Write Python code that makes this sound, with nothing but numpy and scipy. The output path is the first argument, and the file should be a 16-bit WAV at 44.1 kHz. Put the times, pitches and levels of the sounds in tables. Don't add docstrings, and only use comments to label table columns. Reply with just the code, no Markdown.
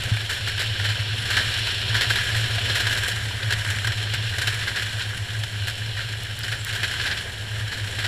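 import sys
import numpy as np
from scipy import signal
from scipy.fft import rfft, irfft
from scipy.io import wavfile

SR = 44100
rng = np.random.default_rng(int(sys.argv[2]) if len(sys.argv) > 2 else 0)


def persist_wave(psi):
    counts = np.round(np.clip(psi, -1, 1) * 32767).astype(np.int16)
    wavfile.write(sys.argv[1], SR, np.atleast_2d(counts).T)


N = 355887
TIME = np.arange(N) / SR


def from_db(db):
    return 10 ** (np.asarray(db) / 20)


def rms_one(x):
    return x / np.sqrt(np.mean(x ** 2) + 1e-20)


def in_time(rows):
    return np.interp(TIME, *np.transpose(rows))


def swing(db):
    return db - np.mean(db)


def drift(rate_hz):
    step, settle = 20, 4000
    pole = np.exp(-2 * np.pi * rate_hz * step / SR)
    noise = rng.standard_normal(N // step + settle + 2)
    slow = signal.lfilter([1], [1, -2 * pole, pole * pole], noise)[settle:]
    return np.interp(np.arange(N) / step, np.arange(len(slow)), rms_one(slow))


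def burst(start_s, rise_s, decay_s):
    age = np.maximum(TIME - start_s, 0)
    fall = np.exp(-np.clip((age - rise_s) / decay_s, 0, 20))
    return np.minimum(age / rise_s, 1) * fall


def press(start_s, rise_s, length_s):
    age = np.maximum(TIME - start_s, 0)
    release = np.exp(-np.minimum((age / length_s) ** 2, 20))
    return np.minimum(age / rise_s, 1) * release


def ring(start_s, pitch_hz, t60_s):
    age = np.maximum(TIME - start_s, 0)
    return np.sin(2 * np.pi * pitch_hz * age) * from_db(-60 * np.minimum(age / t60_s, 2))


def jitters(per_s, fall_s, depth):
    jolts = (rng.random(N) < per_s / SR) * rng.uniform(0, 1, N)
    lift = signal.lfilter([1], [1, -np.exp(-1 / (fall_s * SR))], jolts + 1e-18)
    return rms_one(1 + depth * lift)


def crunch(per_s, spread_db, hiss_db):
    sizes = from_db(spread_db * np.minimum(rng.exponential(1, N), 4))
    signs = rng.choice([-1, 1], N)
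    grains = rms_one(sizes * signs * (rng.random(N) < per_s / SR))
    return rms_one(grains + from_db(hiss_db) * rng.standard_normal(N))


# centre_hz, width_hz, lift_db
CASE_RESONANCES = [(182, 31, 3.5), (388, 72, 6.5), (510, 110, 3.5), (706, 41, 5), (974, 72, 6),
                   (1635, 300, 7), (2400, 130, 3.5), (3023, 500, 5.5), (3390, 350, 2.5), (4135, 340, 3.5),
                   (5446, 540, 7.5), (7440, 1160, 9), (9860, 700, 4.5)]


def through_case(x, spectrum, size=8192):
    hz = np.maximum(np.arange(size // 2 + 1) * SR / size, 1)
    points_hz, points_db = np.transpose(spectrum)
    db = np.interp(np.log(hz), np.log(points_hz), points_db)
    for centre_hz, width_hz, lift_db in CASE_RESONANCES:
        db += lift_db / (1 + (2 * (hz - centre_hz) / width_hz) ** 2)
    cepstrum = irfft(np.log(from_db(db)))
    cepstrum[1:size // 2] *= 2
    cepstrum[size // 2 + 1:] = 0
    response = irfft(np.exp(rfft(cepstrum)))
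    return signal.fftconvolve(x, response / np.linalg.norm(response))[:N]


# time_s, level_db
AIR_LEVEL = [(0, -40.5), (.2, -45.5), (1.1, -42.5), (1.4, -40.5), (1.8, -42.5), (2.05, -41), (2.7, -39.5),
             (3.2, -42.5), (4.75, -44), (5.2, -46), (6.4, -47), (6.9, -43.5), (7.35, -44.5), (8.07, -43)]
# frequency_hz, density_db
ROAR_SPECTRUM = [(60, 6), (140, -5), (185, 3.5), (250, 2.5), (330, -3.5), (600, 0.5), (850, -2.5),
                 (1150, -11), (2000, -18), (6000, -49)]
BUFFET_SPECTRUM = [(12, -3.5), (25, -11), (45, -8.5), (58, 0), (72, -0.5), (90, 6.5), (125, -1), (150, -10),
                   (250, -31.5), (600, -44)]


def air(boom_db):
    roar_db = in_time(AIR_LEVEL)
    roar = from_db(roar_db + 1.4 * drift(22)) * through_case(rng.standard_normal(N), ROAR_SPECTRUM)
    buffet_db = -36.5 + 0.46 * swing(roar_db) + 0.099 * swing(boom_db)
    return roar + from_db(buffet_db) * through_case(rng.standard_normal(N), BUFFET_SPECTRUM)


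# time_s, level_db
BOOM_LEVEL = [(0, -30.5), (.4, -36), (.98, -25), (1.3, -31.5), (1.75, -34), (2, -26), (2.2, -33.5),
              (2.4, -25), (3.05, -33.5), (3.5, -28), (4.4, -29), (4.7, -34), (5.2, -30.5), (5.55, -30.5),
              (6.3, -34), (6.9, -35.5), (7.33, -42), (7.5, -30), (8.07, -32.5)]


def shell_boom(boom_db, pitch_hz=107.1, waver_hz=4.02, throb_hz=(3.9, 11.84), depth=0.885):
    band = signal.butter(2, throb_hz, "band", fs=SR, output="sos")
    rocking = rms_one(signal.sosfilt(band, rng.standard_normal(N + SR))[SR:])
    throb = 1 + depth * np.tanh(rocking + 0.3)
    wavering_hz = pitch_hz + waver_hz * drift(22.8) / np.sqrt(throb)
    phase = 2 * np.pi * np.cumsum(wavering_hz) / SR
    return from_db(boom_db) * rms_one(throb * np.sin(phase))


# start_s, pitch_hz, level_db, t60_s
SHELL_BLOW = (0.1165, 108, -9.5, .13)


def thump(rise_s=0.0045):
    start_s, pitch_hz, level_db, t60_s = SHELL_BLOW
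    onset = np.clip((TIME - start_s) / rise_s, 0, 1)
    return from_db(level_db) * ring(start_s, pitch_hz, t60_s) * onset


def rattles(chatter_db, per_s=18, panel_hz=1590, detune=0.034, t60_s=0.031, spots=5):
    hits = rng.random(N) < per_s / SR
    taps = hits * from_db(chatter_db + 7.5 + 2.5 * rng.uniform(-1.2, 1, N))
    struck_spot = rng.integers(0, spots, N)
    pole = from_db(-60 / (t60_s * SR))
    out = np.zeros(N)
    for spot, pitch_hz in enumerate(panel_hz * (1 + detune * np.linspace(-1, 1, spots))):
        angle = 2 * np.pi * pitch_hz / SR
        feedback = [1, -2 * pole * np.cos(angle), pole * pole]
        out += signal.lfilter([0, np.sin(angle)], feedback, taps * (struck_spot == spot) + 1e-18)
    return out


# start_s, relative_level_db
CHIP_HITS = [(0.0365, -25), (3.2427, -33), (4.138, -33), (4.474, -25), (4.673, -26), (5.672, -29),
             (6.2348, -27), (6.3905, -22), (6.648, -18)]
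# frequency_hz, density_db
CHIP_SPECTRUM = [(500, -25), (2500, -7), (4300, 2), (7000, -6), (9000, -1), (11500, -2), (16000, 0)]


def chips():
    hits = sum(from_db(db) * burst(s, rise_s=0.00017, decay_s=0.0008) for s, db in CHIP_HITS)
    return through_case(hits * rng.standard_normal(N), CHIP_SPECTRUM)


# start_s, pitch_hz, relative_level_db, t60_s
FITTING_HITS = [(0.172, 1590, -16, 0.017), (0.1707, 2300, -13, 0.015), (1.373, 1580, -7.5, 0.055),
                (1.952, 1590, -8, 0.031), (2.105, 1550, -11.5, 0.039), (2.582, 690, -21.5, 0.055),
                (2.803, 1620, -20, .02), (3.309, 960, -25, .028), (3.65, 1620, -15, 0.024),
                (3.847, 1610, -11, 0.035), (3.871, 1630, -17, .021), (3.878, 1640, -12, .026),
                (4.138, 1650, -20, .017), (4.474, 1620, -14, .02), (4.674, 1630, -13, 0.017),
                (5.82, 1760, -19, 0.026), (6.137, 1680, -20, 0.034), (6.434, 4950, -15.5, .011),
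                (6.999, 1700, -15, .03), (7.065, 1660, -21, .025), (7.108, 1700, -18.5, .02),
                (7.73, 1670, -22, .05), (7.986, 1590, -16, 0.02)]


def knocks():
    rings, cracks = np.zeros(N), np.zeros(N)
    for start_s, pitch_hz, level_db, t60_s in FITTING_HITS:
        rings += from_db(level_db) * ring(start_s, pitch_hz, t60_s)
        cracks += from_db(level_db) * burst(start_s, rise_s=0.00078, decay_s=0.0043)
    return rings + from_db(-17) * through_case(cracks * rng.standard_normal(N), SCRAPE_SPECTRUM)


# start_s, length_s, pitch_hz, level_db
EDGE_SQUEALS = [(1.162, .09, 10050, -43), (6.583, .05, 7650, -41)]


def squeals(waver_hz=203):
    out = np.zeros(N)
    for start_s, length_s, pitch_hz, level_db in EDGE_SQUEALS:
        swell = np.sin(np.pi * np.clip((TIME - start_s) / length_s, 0, 1))
        phase = 2 * np.pi * np.cumsum(pitch_hz + waver_hz * drift(163)) / SR
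        out += from_db(level_db) * swell * np.sin(phase)
    return out


# start_s, relative_level_db, spray_offset_db, length_s
TRACK_BUMPS = [(0.034, -31, -10, 0.028), (0.203, -29, -20, .025), (0.292, -28, -8.5, 0.072),
               (0.471, -26, -13, 0.037), (0.591, -24, -11.5, 0.046), (0.797, -29, -17, 0.029),
               (0.848, -25, -13, 0.022), (0.887, -25.5, -19, 0.04), (1.301, -22.5, -10.5, 0.021),
               (1.342, -27.5, -18, 0.027), (1.366, -19.5, -15, 0.042), (1.667, -24, -13.5, 0.029),
               (1.943, -22.5, -14.5, 0.047), (2.008, -19, -15, 0.045), (2.098, -20, -13.5, 0.026),
               (2.154, -21, -16, 0.022), (2.36, -31, -8, 0.037), (2.697, -23.5, -17, 0.033),
               (2.751, -23, -9, 0.036), (2.8, -21.5, -11, 0.023), (2.867, -20.5, -16, 0.013),
               (2.908, -20.5, -13, 0.0076), (2.924, -24.5, -9, 0.015), (2.973, -24, -12, 0.022),
               (3.033, -24, -7.5, 0.011), (3.077, -26, -5.5, 0.024), (3.112, -25, -16, 0.014),
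               (3.425, -26.5, -27, 0.016), (3.505, -23, -15, 0.015), (3.522, -20.5, -13, 0.021),
               (3.686, -24, -20, 0.007), (3.7, -29.5, -7, .03), (3.869, -23, -9, 0.016),
               (4.135, -22.5, -10, .014), (4.382, -23.5, -11.5, .016), (4.414, -24.5, -8.5, 0.023),
               (4.47, -20.5, -12, 0.022), (4.541, -29, -8, 0.013), (4.613, -33, -14, 0.014),
               (4.676, -28, -13, .03), (4.758, -26, -13, 0.056), (4.82, -26, -12, 0.015),
               (4.993, -30, -20, 0.066), (5.434, -25.5, -12, .011), (5.671, -28.5, -9, 0.037),
               (5.967, -32, -16, 0.1), (6.431, -32.5, -9, 0.038), (6.515, -28.5, -14, 0.037),
               (6.726, -27.5, -12, .024), (6.75, -28.5, -9, 0.031), (6.83, -22, -14.5, 0.025),
               (6.91, -28, -11, 0.013), (6.998, -26, -22, 0.01), (7.058, -24, -16, 0.03),
               (7.111, -22.5, -24, 0.018), (7.173, -30.5, -15, 0.031), (7.717, -30, -15, 0.047),
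               (7.985, -27.5, -14, 0.042), (8.04, -24, -16, 0.033)]
# frequency_hz, density_db
SCRAPE_SPECTRUM = [(200, -16), (700, -8), (1150, -11.5), (1450, 2.5), (1900, 3.5), (2300, -2.5),
                   (3000, -2.5), (4200, -1), (5500, -14.5), (6500, -22), (9000, -42), (16000, -47)]
THROWN_ICE_SPECTRUM = [(2000, -12), (4500, 2), (6500, 3.5), (9000, 2.5), (11000, 4), (13000, -0.5),
                       (15500, -9)]


def bumps():
    pressure, thrown = np.zeros(N), np.zeros(N)
    for start_s, level_db, spray_db, length_s in TRACK_BUMPS:
        contact = from_db(level_db) * press(start_s, rise_s=0.0022, length_s=length_s)
        pressure = np.hypot(pressure, contact)
        thrown = np.hypot(thrown, contact * from_db(spray_db))
    slips = jitters(per_s=240, fall_s=0.0018, depth=0.8)
    scrape = from_db(1.5) * pressure * slips * crunch(per_s=4000, spread_db=4.5, hiss_db=6.5)
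    spray = from_db(0.9) * thrown * slips * crunch(per_s=1700, spread_db=6, hiss_db=7.5)
    return through_case(scrape, SCRAPE_SPECTRUM) + through_case(spray, THROWN_ICE_SPECTRUM)


# time_s, level_db
CHATTER_LEVEL = [(0, -36), (.75, -37), (.9, -32), (1.07, -38.5), (1.42, -29), (1.85, -35.5), (2.3, -28),
                 (2.55, -34), (3, -29), (3.3, -35), (3.8, -33.5), (4.15, -38.5), (4.45, -32.5),
                 (4.95, -35.5), (5.25, -38), (6, -39), (6.35, -40.5), (6.68, -37.5), (7.05, -31.5),
                 (7.35, -40.5), (8.07, -36.5)]
# time_s, level_db
GLIDE_LEVEL = [(0, -32), (.25, -33.5), (.6, -30.5), (.9, -29), (1.22, -30.5), (1.42, -26.5), (1.95, -28),
               (2.35, -27.5), (2.5, -29.5), (2.85, -28), (3.2, -33.5), (3.75, -34), (4.15, -31.5),
               (4.9, -32.5), (5.2, -37), (5.9, -33.5), (6.2, -37), (6.68, -36.5), (7.03, -29.5),
               (7.25, -37.5), (7.55, -37.5), (8.07, -35)]
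# frequency_hz, density_db
CHATTER_SPECTRUM = [(200, -21.5), (700, -28), (1150, -11.5), (1450, -2.5), (1850, 1), (2300, -4.5),
                    (2900, -21), (4200, -23.5), (6000, -22), (16000, -65)]
GLIDE_SPECTRUM = [(500, -18.5), (1300, -13.5), (2000, -9.5), (2450, -1), (2900, 3), (3700, 0.5),
                  (4300, -0.5), (4750, -8.5), (5500, -11.5), (6200, -27.5), (9000, -34.5), (16000, -45)]
SPRAY_SPECTRUM = [(2000, -32), (4500, -2.5), (6500, -1), (9000, -0.5), (11000, -1), (13000, -8),
                  (15500, -16.5)]


def runners(chatter_db):
    ripple = jitters(per_s=46, fall_s=0.0065, depth=0.83)
    spray_db = -43.5 + 0.75 * swing(chatter_db)
    chatter = from_db(chatter_db + 1.58 * drift(21)) * ripple
    chatter *= crunch(per_s=1800, spread_db=2, hiss_db=2)
    glide = from_db(in_time(GLIDE_LEVEL) + 0.68 * drift(25)) * ripple ** 0.94
    glide *= crunch(per_s=3500, spread_db=2, hiss_db=3.5)
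    spray = from_db(spray_db + 0.7 * drift(30)) * ripple ** 1.2
    spray *= crunch(per_s=3000, spread_db=-0.5, hiss_db=2)
    return (through_case(chatter, CHATTER_SPECTRUM) + through_case(glide, GLIDE_SPECTRUM)
            + through_case(spray, SPRAY_SPECTRUM))


def scene():
    boom_db, chatter_db = in_time(BOOM_LEVEL), in_time(CHATTER_LEVEL)
    ice = runners(chatter_db) + bumps() + squeals()
    impacts = from_db(-4) * knocks() + rattles(chatter_db) + from_db(-1) * chips()
    shell = shell_boom(boom_db) + thump()
    return (air(boom_db) + shell + impacts + ice)[None]


def record(dry):
    ceiling, cutoff_hz = 0.6, 15350
    rounded = ceiling * np.tanh(dry / ceiling)
    return signal.sosfilt(signal.ellip(12, 0.1, 90, cutoff_hz, fs=SR, output="sos"), rounded)


dry = scene()
out = record(dry)
persist_wave(out)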